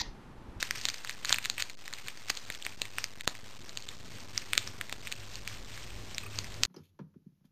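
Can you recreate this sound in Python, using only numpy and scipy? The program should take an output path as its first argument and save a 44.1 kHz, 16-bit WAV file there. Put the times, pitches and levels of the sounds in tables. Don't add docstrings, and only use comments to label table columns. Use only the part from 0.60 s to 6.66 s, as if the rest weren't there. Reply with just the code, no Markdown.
import sys
import numpy as np
from scipy import signal
from scipy.fft import rfft, irfft, next_fast_len
from scipy.io import wavfile
from scipy.ndimage import uniform_filter1d, map_coordinates

SR = 44100
rng = np.random.default_rng(int(sys.argv[2]) if len(sys.argv) > 2 else 0)


def dump(signal):
    limited = np.clip(np.atleast_2d(signal).T, -1, 1)
    pcm = np.round(limited * 32767).astype(np.int16)
    wavfile.write(sys.argv[1], SR, pcm)


def attenuation_scalar(level_db):
    decades = np.asarray(level_db, float) / 20
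    return 10 ** decades


N = 267274
TIME_S = np.arange(N) / SR


def unit(x):
    return x / np.sqrt(np.mean(x ** 2) + 1e-20)


def along(points, hz):
    point_hz, value = np.transpose(points)
    return np.interp(np.log(hz + 1), np.log(point_hz + 1), value)


def wobble(knots_per_s):
    knots = rng.standard_normal(int(N * knots_per_s / SR) + 4)
    return map_coordinates(knots, [TIME_S * knots_per_s])


def bell(middle_s, length_s, power=2):
    return np.exp(-(2 * (TIME_S - middle_s) / length_s) ** power)


def filtered(x, response):
    size = next_fast_len(N + SR // 2)
    return irfft(rfft(x, size) * response(np.fft.rfftfreq(size, 1 / SR)), size)[..., :N]


def narrow(hz, width_hz):
    return unit(filtered(rng.standard_normal(N), lambda f: 1 / (1 + (2 * (f - hz) / width_hz) ** 2)))


def rings(start_s, gain, hz, t60_s, attack_s, size):
    k = np.arange(size)
    t = k / SR
    phase = rng.uniform(0, 2 * np.pi, (len(start_s), 1))
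    envelope = attenuation_scalar(-60 * t / t60_s[:, None]) * (1 - np.exp(-t / attack_s))
    wave = np.sin(2 * np.pi * hz[:, None] * t + phase) * envelope
    at = np.round(start_s.clip(0) * SR).astype(int)[:, None] + k
    return np.bincount(at.ravel(), (gain[:, None] * wave).ravel(), N + size)[:N]


def hiss():
    return attenuation_scalar(-62) * rng.standard_normal(N)


# time in seconds, level in dB.
ACTIVITY = [(0.0, -59), (0.91, -60), (1.1, -63), (2.24, -60), (2.63, -62), (3.09, -59), (3.56, -53),
            (3.81, -53), (4.46, -56), (4.74, -56), (4.98, -53), (6.06, -48)]
# frequency in Hz, relative level in dB per Hz.
RUMBLE_COLOUR = [(35, -41.5), (60, -7.5), (108, -1), (156, -9), (235, -8), (318, -14), (403, -12.5),
                 (475, -19), (525, -17), (666, -20), (1200, -23.5), (1560, -47), (2640, -120)]


def rumble():
    activity_db = np.interp(TIME_S, *np.transpose(ACTIVITY))
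    mean_db = activity_db.mean()
    rise_db = activity_db - mean_db
    noise_db = mean_db - .6 + .78 * rise_db + 1.5 * wobble(knots_per_s=5)
    hum_db = mean_db - 1.5 + 1.1 * rise_db
    throb_db = mean_db - 6.5 + .7 * rise_db + 10 * bell(middle_s=5, length_s=.8)
    noise = unit(filtered(rng.standard_normal(N), lambda hz: attenuation_scalar(along(RUMBLE_COLOUR, hz))))
    hum = attenuation_scalar(hum_db) * narrow(hz=101, width_hz=14)
    throb = attenuation_scalar(throb_db) * narrow(hz=42, width_hz=10)
    return attenuation_scalar(noise_db) * noise + hum + throb


# frequency in Hz, t60 in seconds.
ROOM_DECAY = [(300, .35), (2000, .3), (6000, 0.22)]


def room(x):
    hz, t, z = signal.stft(rng.standard_normal(SR // 2), SR, nperseg=256)
    decay = attenuation_scalar(-60 * t / along(ROOM_DECAY, hz)[:, None])
    tail = signal.istft(z * decay, SR, nperseg=256)[1]
    return signal.fftconvolve(x, tail / np.linalg.norm(tail))[:N]


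# middle in seconds, length in seconds.
GRIT_GAPS = [(1.162, 0.019), (1.983, .008), (2.626, 0.018), (2.665, 0.013), (2.985, .008), (3.436, 0.006),
             (4.421, 0.0071)]


def grit_gaps():
    middle_s, length_s = np.transpose(GRIT_GAPS)[:, :, None]
    return 1 - .8 * bell(middle_s, length_s, power=4).sum(axis=0)


# start in seconds, level in dB.
TAPS = [(5.6334, -34.5), (5.6626, -33.5), (5.7248, -42)]
# frequency in Hz, relative level in dB, t60 in seconds.
TAP_MODES = [(1184, -8, .04), (2540, -1, .028)]


def taps():
    start_s, db = np.transpose(TAPS)
    one = np.ones(len(start_s))
    return sum(rings(start_s, attenuation_scalar(db + mode_db), hz * one, t60_s * one, attack_s=0.00061, size=3000)
               for hz, mode_db, t60_s in TAP_MODES)


# start in seconds, peak in dB.
PUSHES = [(.0276, -30), (.109, -29.5), (0.2532, -30), (0.706, -27), (0.7274, -32), (1.7029, -25.5),
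          (1.9023, -27.5), (2.0653, -32.5), (2.2174, -24.5), (2.6765, -14.5), (3.9331, -25.5),
          (3.978, -27.5), (4.326, -26), (5.788, -26)]


def pushes():
    start_s, db = np.transpose(PUSHES)
    u = np.clip(TIME_S - start_s[:, None], 0, 1) / 0.00011
    return attenuation_scalar(db) @ (u * np.exp(1 - u))


# middle in seconds, length in seconds, effort in dB.
SQUEEZES = [(.01, .12, -43), (.175, .045, -45), (.24, .12, -46), (.39, .12, -53), (.5, .08, -51),
            (.63, .06, -55), (.705, .05, -36), (.75, .07, -49), (.85, .05, -47), (1.0, .025, -37),
            (.97, .1, -52), (1.27, .04, -55), (1.37, .1, -53), (1.48, .05, -46), (1.63, .08, -56),
            (1.7, .03, -43), (1.77, .05, -50), (1.89, .14, -53), (2.08, .09, -53), (2.24, .06, -53),
            (2.39, .08, -52), (2.88, .1, -57), (3.04, .06, -58), (3.32, .06, -55), (3.57, .1, -51.5),
            (3.79, .06, -46), (3.9, .1, -53), (4.03, .12, -50), (4.48, .1, -50), (4.63, .08, -56),
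            (4.76, .06, -50), (4.93, .12, -50), (5.17, .14, -49), (5.32, .14, -53), (5.57, .14, -52),
            (5.77, .08, -48), (5.92, .16, -53), (6.06, .05, -54)]


def effort_db():
    resting_db = -60.5
    middle_s, length_s, db = np.transpose(SQUEEZES)[:, :, None]
    swells = attenuation_scalar(2 * db) * bell(middle_s, length_s)
    return 10 * np.log10(attenuation_scalar(2 * resting_db) + swells.sum(axis=0))


def rustle():
    count = 14000
    start_s = rng.random(count) * N / SR
    hz = np.clip(3200 * np.exp(.45 * rng.standard_normal(count)), 600, 9000)
    size_db = 3.2 * np.minimum(rng.exponential(1, count), 4.5)
    grains = rings(start_s, attenuation_scalar(size_db), hz, 4 / hz, attack_s=5e-5, size=200)
    rub = filtered(rng.standard_normal(N), lambda f: f / (f + 1500) / (1 + (f / 6000) ** 4))
    level_db = effort_db() - 2.5 + 1.5 * wobble(knots_per_s=40)
    return attenuation_scalar(level_db) * unit(unit(grains) + attenuation_scalar(-3) * unit(rub))


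def crackle():
    count, over_effort_db, spread_db, t60_s = 1500, 10, 3.6, .0035
    when = rng.random(count)
    hz = 1700 + 3800 * rng.random(count)
    size_db = over_effort_db + spread_db * np.minimum(rng.exponential(1, count), 3.5)
    db = effort_db()[(when * N).astype(int)] + size_db
    return rings(when * N / SR, attenuation_scalar(db), hz, np.full(count, t60_s), attack_s=1e-4, size=300)


# start in seconds, level in dB, low panel in Hz, high panel in Hz,
# high panel over low panel in dB.
SNAPS = [(0.0057, -29.5, 3000, 4050, 13), (0.0276, -9.5, 1700, 3700, -5), (0.109, -11.0, 2000, 4780, -2),
         (0.1568, -26.5, 2330, 4790, -5), (0.1598, -30.0, 2020, 3890, -4), (0.1735, -30.5, 1840, 4930, 8),
         (0.1818, -31.0, 2830, 5500, 18), (0.191, -35.5, 2240, 4340, 5), (0.2135, -26.5, 1950, 4840, 6),
         (0.2175, -32.5, 1630, 4320, 20), (0.2536, -7.0, 2790, 3900, 9), (0.2865, -10.5, 1750, 3700, 6),
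         (0.2909, -19.0, 2190, 4590, 15), (0.3002, -19.0, 2390, 4620, 6), (0.3385, -33.0, 2230, 4380, 12),
         (0.3425, -22.5, 2010, 4810, 3), (0.4479, -20.5, 1760, 4520, -4), (0.4741, -30.0, 2860, 3910, -1),
         (0.4952, -18.5, 1920, 4160, -5), (0.5017, -26.5, 1320, 4730, 12), (0.51, -27.0, 2430, 4050, -10),
         (0.6484, -16.5, 1650, 4270, 0), (0.6549, -18.5, 1940, 4270, 18), (0.6851, -27.5, 2320, 3500, -12),
         (0.694, -12.0, 1930, 4690, 5), (0.7059, -18.0, 1780, 5380, -8), (0.7267, 2.0, 1650, 3730, 8),
         (0.7359, -35.0, 3000, 3910, 2), (0.7438, -12.0, 2520, 3580, -13), (0.7502, -26.5, 1790, 3540, 9),
         (0.7604, -23.0, 1660, 4450, 1), (0.7849, -14.5, 2520, 3530, -6), (0.8429, -22.5, 2220, 4120, 5),
         (0.8503, -22.5, 2670, 3480, -1), (0.8568, -15.0, 1950, 3900, -2), (0.8991, -9.0, 3000, 4210, 14),
         (0.9809, -16.0, 2370, 3200, -10), (0.9836, -30.0, 2020, 4470, -8), (0.9977, -24.0, 1950, 3780, 3),
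         (1.0023, -25.5, 2260, 5110, 0), (1.0055, -23.0, 2470, 4660, 5), (1.0233, -10.5, 1920, 4440, 5),
         (1.098, -28.0, 2250, 4270, -2), (1.102, -32.0, 1580, 4200, 5), (1.2572, -33.5, 2720, 4140, 6),
         (1.2789, -24.5, 1900, 5240, -7), (1.3283, -28.0, 2050, 3500, -7), (1.3367, -20.0, 2690, 4200, 5),
         (1.3854, -32.0, 2160, 3960, -4), (1.4738, -29.0, 1590, 4130, 5), (1.4837, -19.5, 2250, 3770, -5),
         (1.5739, -34.5, 1910, 4700, -3), (1.6842, -28.5, 2220, 3200, -12), (1.6972, -24, 2950, 4600, 0),
         (1.7002, -9.5, 2060, 4230, -3), (1.7023, -16, 3140, 4600, 8), (1.7039, -24.0, 2580, 4730, 2),
         (1.7724, -20.0, 2820, 4250, 3), (1.9015, -19.0, 1970, 3830, -6), (1.9227, -30.0, 2510, 4610, 3),
         (1.9417, -32.5, 2460, 4360, 5), (1.9494, -27.5, 1760, 3470, 6), (2.0241, -24.5, 2950, 3650, -2),
         (2.0506, -25.0, 1910, 4500, 4), (2.0653, -15.5, 2260, 4100, -20), (2.2178, -15.0, 2720, 4090, 2),
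         (2.2539, -25.5, 2190, 3540, -2), (2.3842, -7.5, 2470, 5500, 2), (2.4418, -14.0, 2180, 4880, 4),
         (2.6088, -25.0, 2010, 3810, 0), (2.6765, -4.0, 1970, 4130, 10), (2.6967, -32.0, 2200, 3980, 8),
         (2.7519, -28.0, 2150, 4620, -12), (3.0936, -27.5, 2150, 4150, 14), (3.1731, -19.0, 2740, 4460, 2),
         (3.224, -32.5, 1880, 4190, 20), (3.2884, -21.0, 2760, 3610, 20), (3.7775, -8.0, 2120, 5120, 8),
         (3.9332, -9.0, 2380, 3210, -5), (3.9528, -22.5, 1870, 4270, -3), (3.9781, 0.5, 2930, 3530, 6),
         (4.0751, -15.5, 2450, 5500, 20), (4.212, -15.5, 1850, 3400, -6), (4.2957, -25.5, 2060, 3400, -6),
         (4.3261, -11.0, 2900, 3260, -1), (4.4721, -22.5, 2070, 3670, -12), (4.4771, -31.0, 2600, 3700, 1),
         (4.5177, -23.5, 1760, 3720, 3), (4.5241, -17.0, 2660, 4510, -6), (4.7557, -24.0, 2900, 4360, 5),
         (4.8762, -18.5, 2300, 4760, -6), (5.1766, -32.5, 1710, 3850, -3), (5.5467, -26.0, 2240, 5440, 7),
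         (5.5818, -14.0, 1940, 3960, 6), (5.7633, -35.5, 2340, 4490, 7), (5.7882, -15.0, 2500, 4590, 7),
         (5.8438, -27.5, 2010, 4980, 1), (6.0345, -2.5, 3000, 4680, 8), (6.036, -20, 2900, 3800, 0),
         (6.0516, -15.0, 2810, 4340, 8)]


def snaps():
    start_s, db, low_hz, high_hz, balance_db = np.transpose(SNAPS)
    t60_s = .0022 - .00009 * db
    low_gain = attenuation_scalar(db + 2.5 - balance_db.clip(0))
    high_gain = attenuation_scalar(db + 2.5 + balance_db.clip(None, 0))
    low = rings(start_s, low_gain, low_hz, t60_s, attack_s=1e-4, size=500)
    high = rings(start_s, high_gain, high_hz, t60_s, attack_s=1e-4, size=500)

    crack_hz = 3300 + 60 * balance_db.clip(-12, 15)
    crack = rings(start_s, attenuation_scalar(db - 4.5), crack_hz, np.full(len(db), .0007), attack_s=3e-5, size=60)

    delay, pitch = rng.exponential(1, (2, len(db), 10))
    shift_s = np.hstack([.0012 * delay[:, :6], -.002 * delay[:, 6:]])
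    small_db = db[:, None] + np.where(shift_s > 0, -13, -20) - 2500 * abs(shift_s)
    small_hz = 1500 + 1600 * pitch
    small_s = start_s[:, None] + shift_s
    small = rings(small_s.ravel(), attenuation_scalar(small_db).ravel(), small_hz.ravel(),
                  np.full(shift_s.size, .0015), attack_s=4e-5, size=150)
    return low + high + crack + small


def scene():
    foil = snaps() + grit_gaps() * (rustle() + crackle())
    no_bass = signal.butter(2, 1100, "high", fs=SR, output="sos")
    near = signal.sosfilt(no_bass, foil) + taps() + pushes()
    background = attenuation_scalar(-16) * room(near) + rumble() + hiss()
    return (near + grit_gaps() * background)[None]


def smear(x, grain_db, peak_db, empty_db):
    mean = x.mean()
    hz, _, z = signal.stft(x - mean, SR, nperseg=512)
    level = np.sqrt(abs(uniform_filter1d(abs(z) ** 2, size=12, axis=1)))
    ceiling = 4.3 * np.median(level, axis=2, keepdims=True)
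    lasting = uniform_filter1d(np.minimum(level, ceiling), size=3, axis=2)
    grain = attenuation_scalar(grain_db) * lasting + attenuation_scalar(peak_db) * level
    noise = rng.standard_normal(z.shape) + 1j * rng.standard_normal(z.shape)
    strong = level > attenuation_scalar(empty_db) * level.mean(axis=1, keepdims=True)
    kept = strong | (hz[:, None] < 6000)
    return mean + signal.istft((z + grain * noise) * kept, SR, nperseg=512)[1][:, :N]


def low_pass(x):
    return signal.sosfilt(signal.butter(12, 15170, fs=SR, output="sos"), x)


def record(dry):
    camera_hz, step, top_hz = 11032.5, 1 / 128, 13900
    slot = np.floor(np.arange(N) * camera_hz / SR)
    held = dry[:, np.round(slot * SR / camera_hz).astype(int)]
    coarse = step * np.round(held / step - .8)
    smeared = smear(coarse, grain_db=-16, peak_db=-23, empty_db=-18)
    band = filtered(smeared, lambda hz: 1 / (1 + (hz / top_hz) ** 140))
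    return low_pass(band)


dry = scene()
out = record(dry)
dump(out)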